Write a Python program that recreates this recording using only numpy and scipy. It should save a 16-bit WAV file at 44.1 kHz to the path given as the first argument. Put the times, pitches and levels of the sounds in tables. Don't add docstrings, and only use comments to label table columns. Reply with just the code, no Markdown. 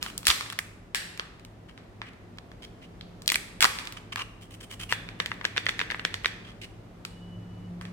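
import sys
import numpy as np
from scipy import signal
from scipy.fft import rfft, irfft
from scipy.io import wavfile
from scipy.ndimage import uniform_filter1d

SR = 44100
rng = np.random.default_rng(int(sys.argv[2]) if len(sys.argv) > 2 else 0)


def to_wav(sig):
    pcm = np.clip(np.atleast_2d(sig), -1, 1) * 32767
    pcm = np.round(pcm).astype(np.int16)
    wavfile.write(sys.argv[1], SR, pcm.T)


N = 349272
TIME = np.arange(N) / SR
RIGHT_LAG_S = 0.00012

# start in seconds, then level, hollow, edge,
# sharpness and room send, all in dB. Hollow, edge and sharpness set 1, 4 and 8.5 kHz against 2 kHz.
SHELL_SNAPS = [(0.0278, 2.5, -4.5, 2, -3.5, -7), (0.0625, -0.5, 3, -6.0, -19, -5.5),
               (0.1787, -14.0, 1, 14, 13, -12), (0.2537, -9.5, -7, 10, 0.0, 2),
               (0.2692, 17, -9.5, -1, -5.0, -4.5), (0.2821, 8.5, -2, 6, -0.5, -7),
               (0.3023, 11, -1, 6.5, -10.5, -4.5), (0.3133, 9.5, -4.5, -4, -13, -3.5),
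               (0.4092, 1, 6.5, -3, -17.0, -6.5), (0.501, -4, -2, 2, -7.5, -9),
               (0.5252, -5.5, 3.5, -4, -5.0, -22), (0.5896, 13.5, -12.5, -14, -12.5, -11),
               (0.9474, 11.5, -10.5, -4.5, -13, 2), (1.1964, 8, -1.5, -4.5, -22.5, -7.5),
               (1.4495, -14.5, -11.5, 0.5, -7.5, -12), (1.7771, -12.5, -1.5, -6, -24, 0),
               (2.0171, 5.5, -4, -12.5, -33, -6.5), (2.3852, -8.5, 0.0, 0, -18.5, -13),
               (2.5167, -14.0, 2.5, -9, -20, -5.5), (3.0107, -12.5, -6.0, 8.5, -17.5, -7.5),
               (3.2203, -21.0, 3.5, 9, 1, -8), (3.2605, -18.5, -1.5, 6, -0.5, -3.5),
               (3.2781, 5.5, -15.5, 9, 1, -13.5), (3.2906, 5.5, -17, 4.0, -15, -5),
               (3.301, 10, -16, 1.5, -10.5, -13.5), (3.3192, 15, -8.5, -11.5, -8.5, -7.5),
               (3.3437, 6, -11.5, 2.5, -11.5, -12), (3.357, 14.5, -14.5, -10, -12, -11),
               (3.6067, 14.5, -12.0, -6, -9.5, -1.5), (3.6253, 18, -7, -1.0, -7.0, -9),
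               (3.6282, 15.5, -3.5, -4.5, -13.5, -11), (3.6345, 13, -7, -4.5, -12.5, -11),
               (3.6434, 16, 8, -2.0, -7.5, -9.5), (3.652, 19, 3, -9.5, -14.5, -15.5),
               (3.7873, 2.0, -8, -4, -16, 0.5), (3.8722, -0.5, -14, -3.0, -15.0, -8),
               (4.128, -7, -14, -22, -12, -11), (4.1589, 8, -4.0, -12, -16, -17),
               (7.0508, -3.5, 2.5, 3, -9.5, -8), (7.8122, -7.5, 6, -7.5, -15.5, -2),
               (7.8529, -6.5, -11, -7.5, -21, -4.5)]
# centre in Hz, width in Hz, lift in dB.
SHELL_RESONANCES = [(458, 230, 2.5), (1210, 240, 2), (1700, 120, 2), (2400, 260, 2), (3340, 300, 3),
                    (4570, 850, 2), (6180, 900, -4), (8680, 1500, -1.5)]


def snaps():
    return clicks(SHELL_SNAPS, SHELL_RESONANCES) + clicks(crackles(), SHELL_RESONANCES)


# start and end in seconds, buckles per second,
# level in dB, sharpness in dB.
STRAIN_SPELLS = [(0.189, 0.259, 40, -16.5, -5), (0.274, 0.315, 136, 2.5, -7), (0.444, 0.648, 15, -6, -16),
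                 (1.172, 1.19, 50, -10, -4), (1.3, 3.201, 2, -23, -13), (3.613, 3.659, 70, 10.5, -13),
                 (3.75, 3.991, 14, -10.5, -5)]


def crackles(spread_db=2.5, hollow_db=-4, room_db=-9):
    rows = []
    for start, end, per_s, level_db, sharpness in STRAIN_SPELLS:
        count = max(1, round((end - start) * per_s))
        times = start + (end - start) * (np.arange(count) + rng.random(count)) / count
        for s, (louder, hollower, sharper) in zip(times, spread_db * rng.standard_normal((count, 3))):
            edge = edge_db(sharpness + sharper, offset_db=2.5)
            rows.append((s, level_db + louder, hollow_db + hollower, edge, sharpness + sharper, room_db))
    return rows


# start in seconds, then level, hollow, sharpness in dB.
SPOON_TAPS = [(4.9246, 15, -3, -22.5), (5.0887, 1, -14, -25.5), (5.2011, 13, -5.5, -23),
              (5.2602, 7, -17, -16.5), (5.3166, 9, -3.5, -37), (5.4122, 0.5, -4.5, -37),
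              (5.4439, 3.5, -5, -30), (5.452, 13.5, -8.5, -21.5), (5.5643, 6.5, -8, -31),
              (5.572, 10.5, -12.5, -24.5), (5.5787, 15, -11.5, -25.5), (5.6658, 15, -11.5, -30.5),
              (5.687, 6, -2, -20), (5.6915, 14, -11.5, -23), (5.7924, 10, -14, -21.5),
              (5.8017, 11.5, -13, -32), (5.8143, 14, -8, -36), (5.9025, 10.5, -20, -37),
              (5.9113, 2, -6, -19), (5.9187, 9, -11, -38), (5.9456, 7, -2.5, -43), (5.9954, 7.5, -11, -36),
              (6.0506, 14.5, -9, -22.5), (6.142, 7, -8, -17.5), (6.2461, 12.5, -10, -34),
              (6.2581, 16, -8, -24)]
# centre in Hz, width in Hz, lift in dB.
SEALED_HALF_RESONANCES = [(470, 170, 8), (970, 95, 4), (1735, 360, 3), (2400, 170, 1), (3480, 400, 5),
                          (4530, 490, 3), (5860, 2400, -0.5), (9100, 1700, -4.5)]


def taps(room_db=-9):
    rows = [(s, level_db, hollow, edge_db(sharpness, offset_db=5.5), sharpness, room_db)
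            for s, level_db, hollow, sharpness in SPOON_TAPS]
    return clicks(rows, SEALED_HALF_RESONANCES)


def clicks(rows, modes, pan_spread_db=1.96):
    direct, sent = np.zeros((2, 2, N))
    for s, level_db, *colour, room_db in rows:
        pan_db = pan_spread_db * rng.standard_normal() * np.array([[.5], [-.5]])
        add(direct, s, from_db(level_db + pan_db) * buckling(*colour, modes, flutter=0.15))
        add(sent, s, from_db(level_db + room_db) * buckling(*colour, modes, flutter=0.03))
    return np.array([direct, sent])


def buckling(hollow, edge, sharpness, modes, flutter, ring_s=0.0016, trim_db=-0.5, size=2048):
    t = np.arange(size) / SR
    waves = stereo_noise(size, unshared=0.95) * np.exp(-t / ring_s)
    kick = (t == 0) * rng.choice([-1, 1])
    burst = rfft(kick + flutter * waves)
    broad_db = 10 * np.log10(uniform_filter1d(np.abs(burst) ** 2, size=55) + 1e-9)
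    lag_s = abs(RIGHT_LAG_S + 0.00004 * rng.standard_normal())
    colour_db = body_db(bins(size), hollow, edge, sharpness, flexed(modes))
    return irfft(burst * right_delay(lag_s, size) * causal(colour_db + trim_db - broad_db))


def body_db(hz, hollow, edge, sharpness, modes):
    hz_and_db = [(40, -31), (250, -14 + hollow / 2), (650, -13.5 + hollow / 2), (1050, hollow),
                 (2000, 0), (4000, edge), (8500, sharpness), (15000, 1.29 * sharpness - 9)]
    peaks = sum(lift / (1 + (2 * (hz - centre) / width) ** 2) for centre, width, lift in modes)
    return at_hz(hz_and_db, hz) + peaks


def flexed(modes, spread_db=2.1, detune=0.026):
    return [(hz * np.exp(detune * rng.standard_normal()), width, lift + spread_db * rng.standard_normal())
            for hz, width, lift in modes]


def edge_db(sharpness, offset_db):
    return 0.56 * sharpness + offset_db


# start and end in seconds, then level, hollow and sharpness in dB.
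ECHO_AND_STROKES = [(0.003, 0.115, -41.5, 7, -6), (0.273, 0.319, -22.5, 2, -15),
                    (1.681, 1.72, -46.5, 0, -16), (2.055, 2.099, -46, -3, -16),
                    (2.618, 2.656, -41.5, -5, -9.5), (2.814, 2.866, -48.5, -14.5, -13.5),
                    (3.966, 3.99, -38, 1, -13), (4.121, 4.136, -27.5, -4, -15.5),
                    (4.161, 4.23, -30, 7.5, -13), (6.441, 6.53, -44.5, -3, -17),
                    (6.612, 6.66, -36.5, -19, -11.5), (7.813, 7.893, -51.5, 0.5, -31)]


def rubbing():
    return strokes(ECHO_AND_STROKES, edge_offset_db=4.5) + strokes(wipes() + brushes(), edge_offset_db=0.5)


def wipes(start_s=4.408, period_s=0.096, length_s=0.054, first_db=-51, growth_db=4, dulling_db=0.83):
    hollow, sharpness = -2, -2
    return [(s, s + length_s, first_db + growth_db * k, hollow, sharpness - dulling_db * k)
            for k, s in enumerate(start_s + period_s * np.arange(6))]


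def brushes(before_s=0.015, after_s=0.03, offset_db=-58.5, hollow_db=-2, sharpness_db=-6):
    return [(s - before_s, s + after_s, tap_db + offset_db, hollow_db, sharpness_db)
            for s, tap_db, *_ in SPOON_TAPS]


# centre in Hz, width in Hz, lift in dB.
FOIL_RESONANCES = [(1085, 230, 3), (2350, 440, 5), (3030, 450, 13), (7010, 1070, -3.4), (9200, 1230, 0.5)]


def strokes(rows, edge_offset_db, grain_db=2.5, catch_db=3.5, trim_db=-2, room_db=-10, size=8192):
    direct = np.zeros((2, N))
    lag = right_delay(RIGHT_LAG_S, size)
    for start, end, level_db, hollow, sharpness in rows:
        count = int(np.clip((end - start) * SR, 2, size))
        slips = stereo_noise(size, unshared=0.96)
        grip = from_db(grain_db * rms_one(uniform_filter1d(rng.standard_normal(size), size=30)))
        catches = from_db(catch_db * rms_one(uniform_filter1d(rng.standard_normal(size), size=220)))
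        force = rms_one((slips * grip * catches)[:, :count] * signal.windows.tukey(count, 0.28))
        modes = flexed(FOIL_RESONANCES, spread_db=1.0, detune=0.04)
        colour_db = body_db(bins(size), hollow, edge_db(sharpness, edge_offset_db), sharpness, modes)
        body = causal(colour_db + level_db + trim_db)
        add(direct, start, irfft(rfft(force, size) * body * lag))
    return np.array([direct, direct * from_db(room_db)])


def puff(s=0.282, hz=60, length_s=0.0067, level_db=-28):
    age = np.maximum(TIME - s, 0)
    return from_db(level_db) * age / length_s * np.exp(1 - age / length_s) * np.sin(2 * np.pi * hz * age)


# frequency in Hz, gain in dB.
ECHO_COLOUR = [(155, -3.5), (455, 5), (1020, -1.1), (2050, -0.6), (4050, -2.5), (9050, 4.5), (14600, 2.5)]
# frequency in Hz, seconds to fall by 60 dB.
ECHO_DECAY = [(155, 1.1), (805, 1.02), (2050, 0.79), (5050, 0.66), (9050, 0.55), (14600, 0.41)]


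def reverb(sent, first_echo_s=0.0068, early_s=0.013, size=65536):
    t, hz = np.arange(size) / SR, bins(size)
    noise, tail = rfft(rng.standard_normal((2, size))), 0
    edges_hz = np.geomspace(80, 18000, 19)
    for low, high in zip(edges_hz, edges_hz[1:]):
        centre = np.sqrt(low * high)
        band = irfft(noise * ((hz >= low) & (hz < high)))
        decay = np.exp(-np.log(1000) * t / at_hz(ECHO_DECAY, centre))
        tail = tail + band * from_db(at_hz(ECHO_COLOUR, centre)) * decay
    early_lift = 1 + (t >= first_echo_s) * np.exp(-np.abs(t - first_echo_s) / early_s)
    response = tail * early_lift * np.sqrt(2 * np.log(1000) / SR)
    return signal.fftconvolve(sent, response, axes=1)[:, :N]


# time in seconds, level in dB (upper: before its trim).
MOTOR_LOW = [(0, -57.5), (2.7, -57.5), (4.3, -54.5), (5.1, -49.5), (6.8, -53), (7.9, -47)]
MOTOR_UPPER = [(0, -62), (2.7, -61), (3.0, -50), (3.4, -58), (4.4, -60), (5.2, -52), (6.8, -57), (7.4, -44),
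               (7.9, -41)]


def motor(upper_trim_db=-1):
    low = drone(hz=105.5, level_db=in_time(MOTOR_LOW), wander_hz=2.81, waver_db=4.0)
    upper = drone(hz=174.5, level_db=in_time(MOTOR_UPPER) + upper_trim_db, wander_hz=2.4, waver_db=1.6)
    return low + upper


def whine(start_s=7.14, end_s=7.66, ramp_s=0.06, first_db=-61.5, fade_db_per_s=16):
    gate = np.clip(1 + np.minimum(TIME - start_s, end_s - TIME) / ramp_s, 0, 1)
    level_db = first_db - fade_db_per_s * np.maximum(TIME - start_s, 0)
    return gate * drone(hz=2944, level_db=level_db, wander_hz=8.7, waver_db=4.0)


def drone(hz, level_db, wander_hz, waver_db):
    phase = 2 * np.pi * np.cumsum(hz + wander_hz * drift(rate_hz=5)) / SR
    return np.sqrt(2) * from_db(level_db + waver_db * drift(rate_hz=12)) * np.sin(phase)


# frequency in Hz, relative level in dB.
ROOM_SPECTRUM = [(20, -18), (42, -1), (107, -12.5), (130, -9.5), (175, -7.5), (397, -12.5), (481, -16.5),
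                 (705, -17), (853, -21.5), (1320, -25), (1600, -28.5), (1740, -27.5), (13800, -51.5),
                 (15000, -59)]
# frequency in Hz, correlation from 0 to 1.
ROOM_LIKENESS = [(41, 0.74), (133, 0.9), (305, 0.94), (655, 0.2), (1320, 0.055), (14800, .03)]
# time in seconds, level in dB.
ROOM_LEVEL = [(0, -47.5), (.8, -51.5), (2.2, -49.5), (3.2, -48), (4.4, -50), (5.3, -47), (6.2, -47.5),
              (6.8, -49), (7.9, -47.5)]


def room_tone():
    hz = bins(N)
    mid, side = rfft(rng.standard_normal((2, N)))
    alike = at_hz(ROOM_LIKENESS, hz)
    noise = np.sqrt(1 + alike) * mid + np.sqrt(1 - alike) * side * [[1], [-1]]
    air = rms_one(irfft(from_db(at_hz(ROOM_SPECTRUM, hz)) * noise, N))
    return air * from_db(in_time(ROOM_LEVEL))


def from_db(db):
    return 10 ** (np.asarray(db) / 20)


def rms_one(x):
    return x / np.sqrt(np.mean(x ** 2) + 1e-20)


def in_time(points):
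    return np.interp(TIME, *np.transpose(points))


def at_hz(points, hz):
    knots, values = np.transpose(points)
    return np.interp(np.log(np.maximum(hz, 1)), np.log(knots), values)


def bins(size):
    return np.fft.rfftfreq(size, 1 / SR)


def drift(rate_hz):
    return rms_one(irfft(rfft(rng.standard_normal(N)) / (1 + (bins(N) / rate_hz) ** 2), N))


def stereo_noise(size, unshared):
    return rng.standard_normal(size) + unshared * rng.standard_normal((2, size))


def right_delay(lag_s, size):
    return np.exp(-2j * np.pi * bins(size) * np.array([[0], [lag_s]]))


def causal(gain_db):
    cepstrum = irfft(np.log(from_db(gain_db)))
    size = cepstrum.shape[-1]
    cepstrum[..., 1:size // 2] *= 2
    cepstrum[..., size // 2 + 1:] = 0
    return np.exp(rfft(cepstrum))


def add(out, s, sound):
    start = max(0, round(s * SR))
    part = out[:, start:start + sound.shape[1]]
    part += sound[:, :part.shape[1]]


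# frequency in Hz, left minus right in dB.
MICROPHONE_BALANCE = [(60, -1), (130, 0), (290, -2.5), (640, -1.0), (1410, 2.5), (3100, -3), (6820, 1),
                      (15000, 3)]


def scene():
    background = room_tone() + motor() + whine()
    direct, sent = taps() + rubbing() + snaps()
    balance = from_db(at_hz(MICROPHONE_BALANCE, bins(N)) * [[.5], [-.5]])
    egg = irfft(rfft(direct + reverb(sent)) * balance, N)
    return egg + puff() + background


def record(dry):
    low_cut = signal.butter(3, 27, "high", fs=SR, output="sos")
    high_cut = signal.ellip(10, .2, 80, 16300, fs=SR, output="sos")
    clipped = np.clip(signal.sosfilt(low_cut, dry), -1, 1)
    return signal.sosfilt(high_cut, clipped)


dry = scene()
out = record(dry)
to_wav(out)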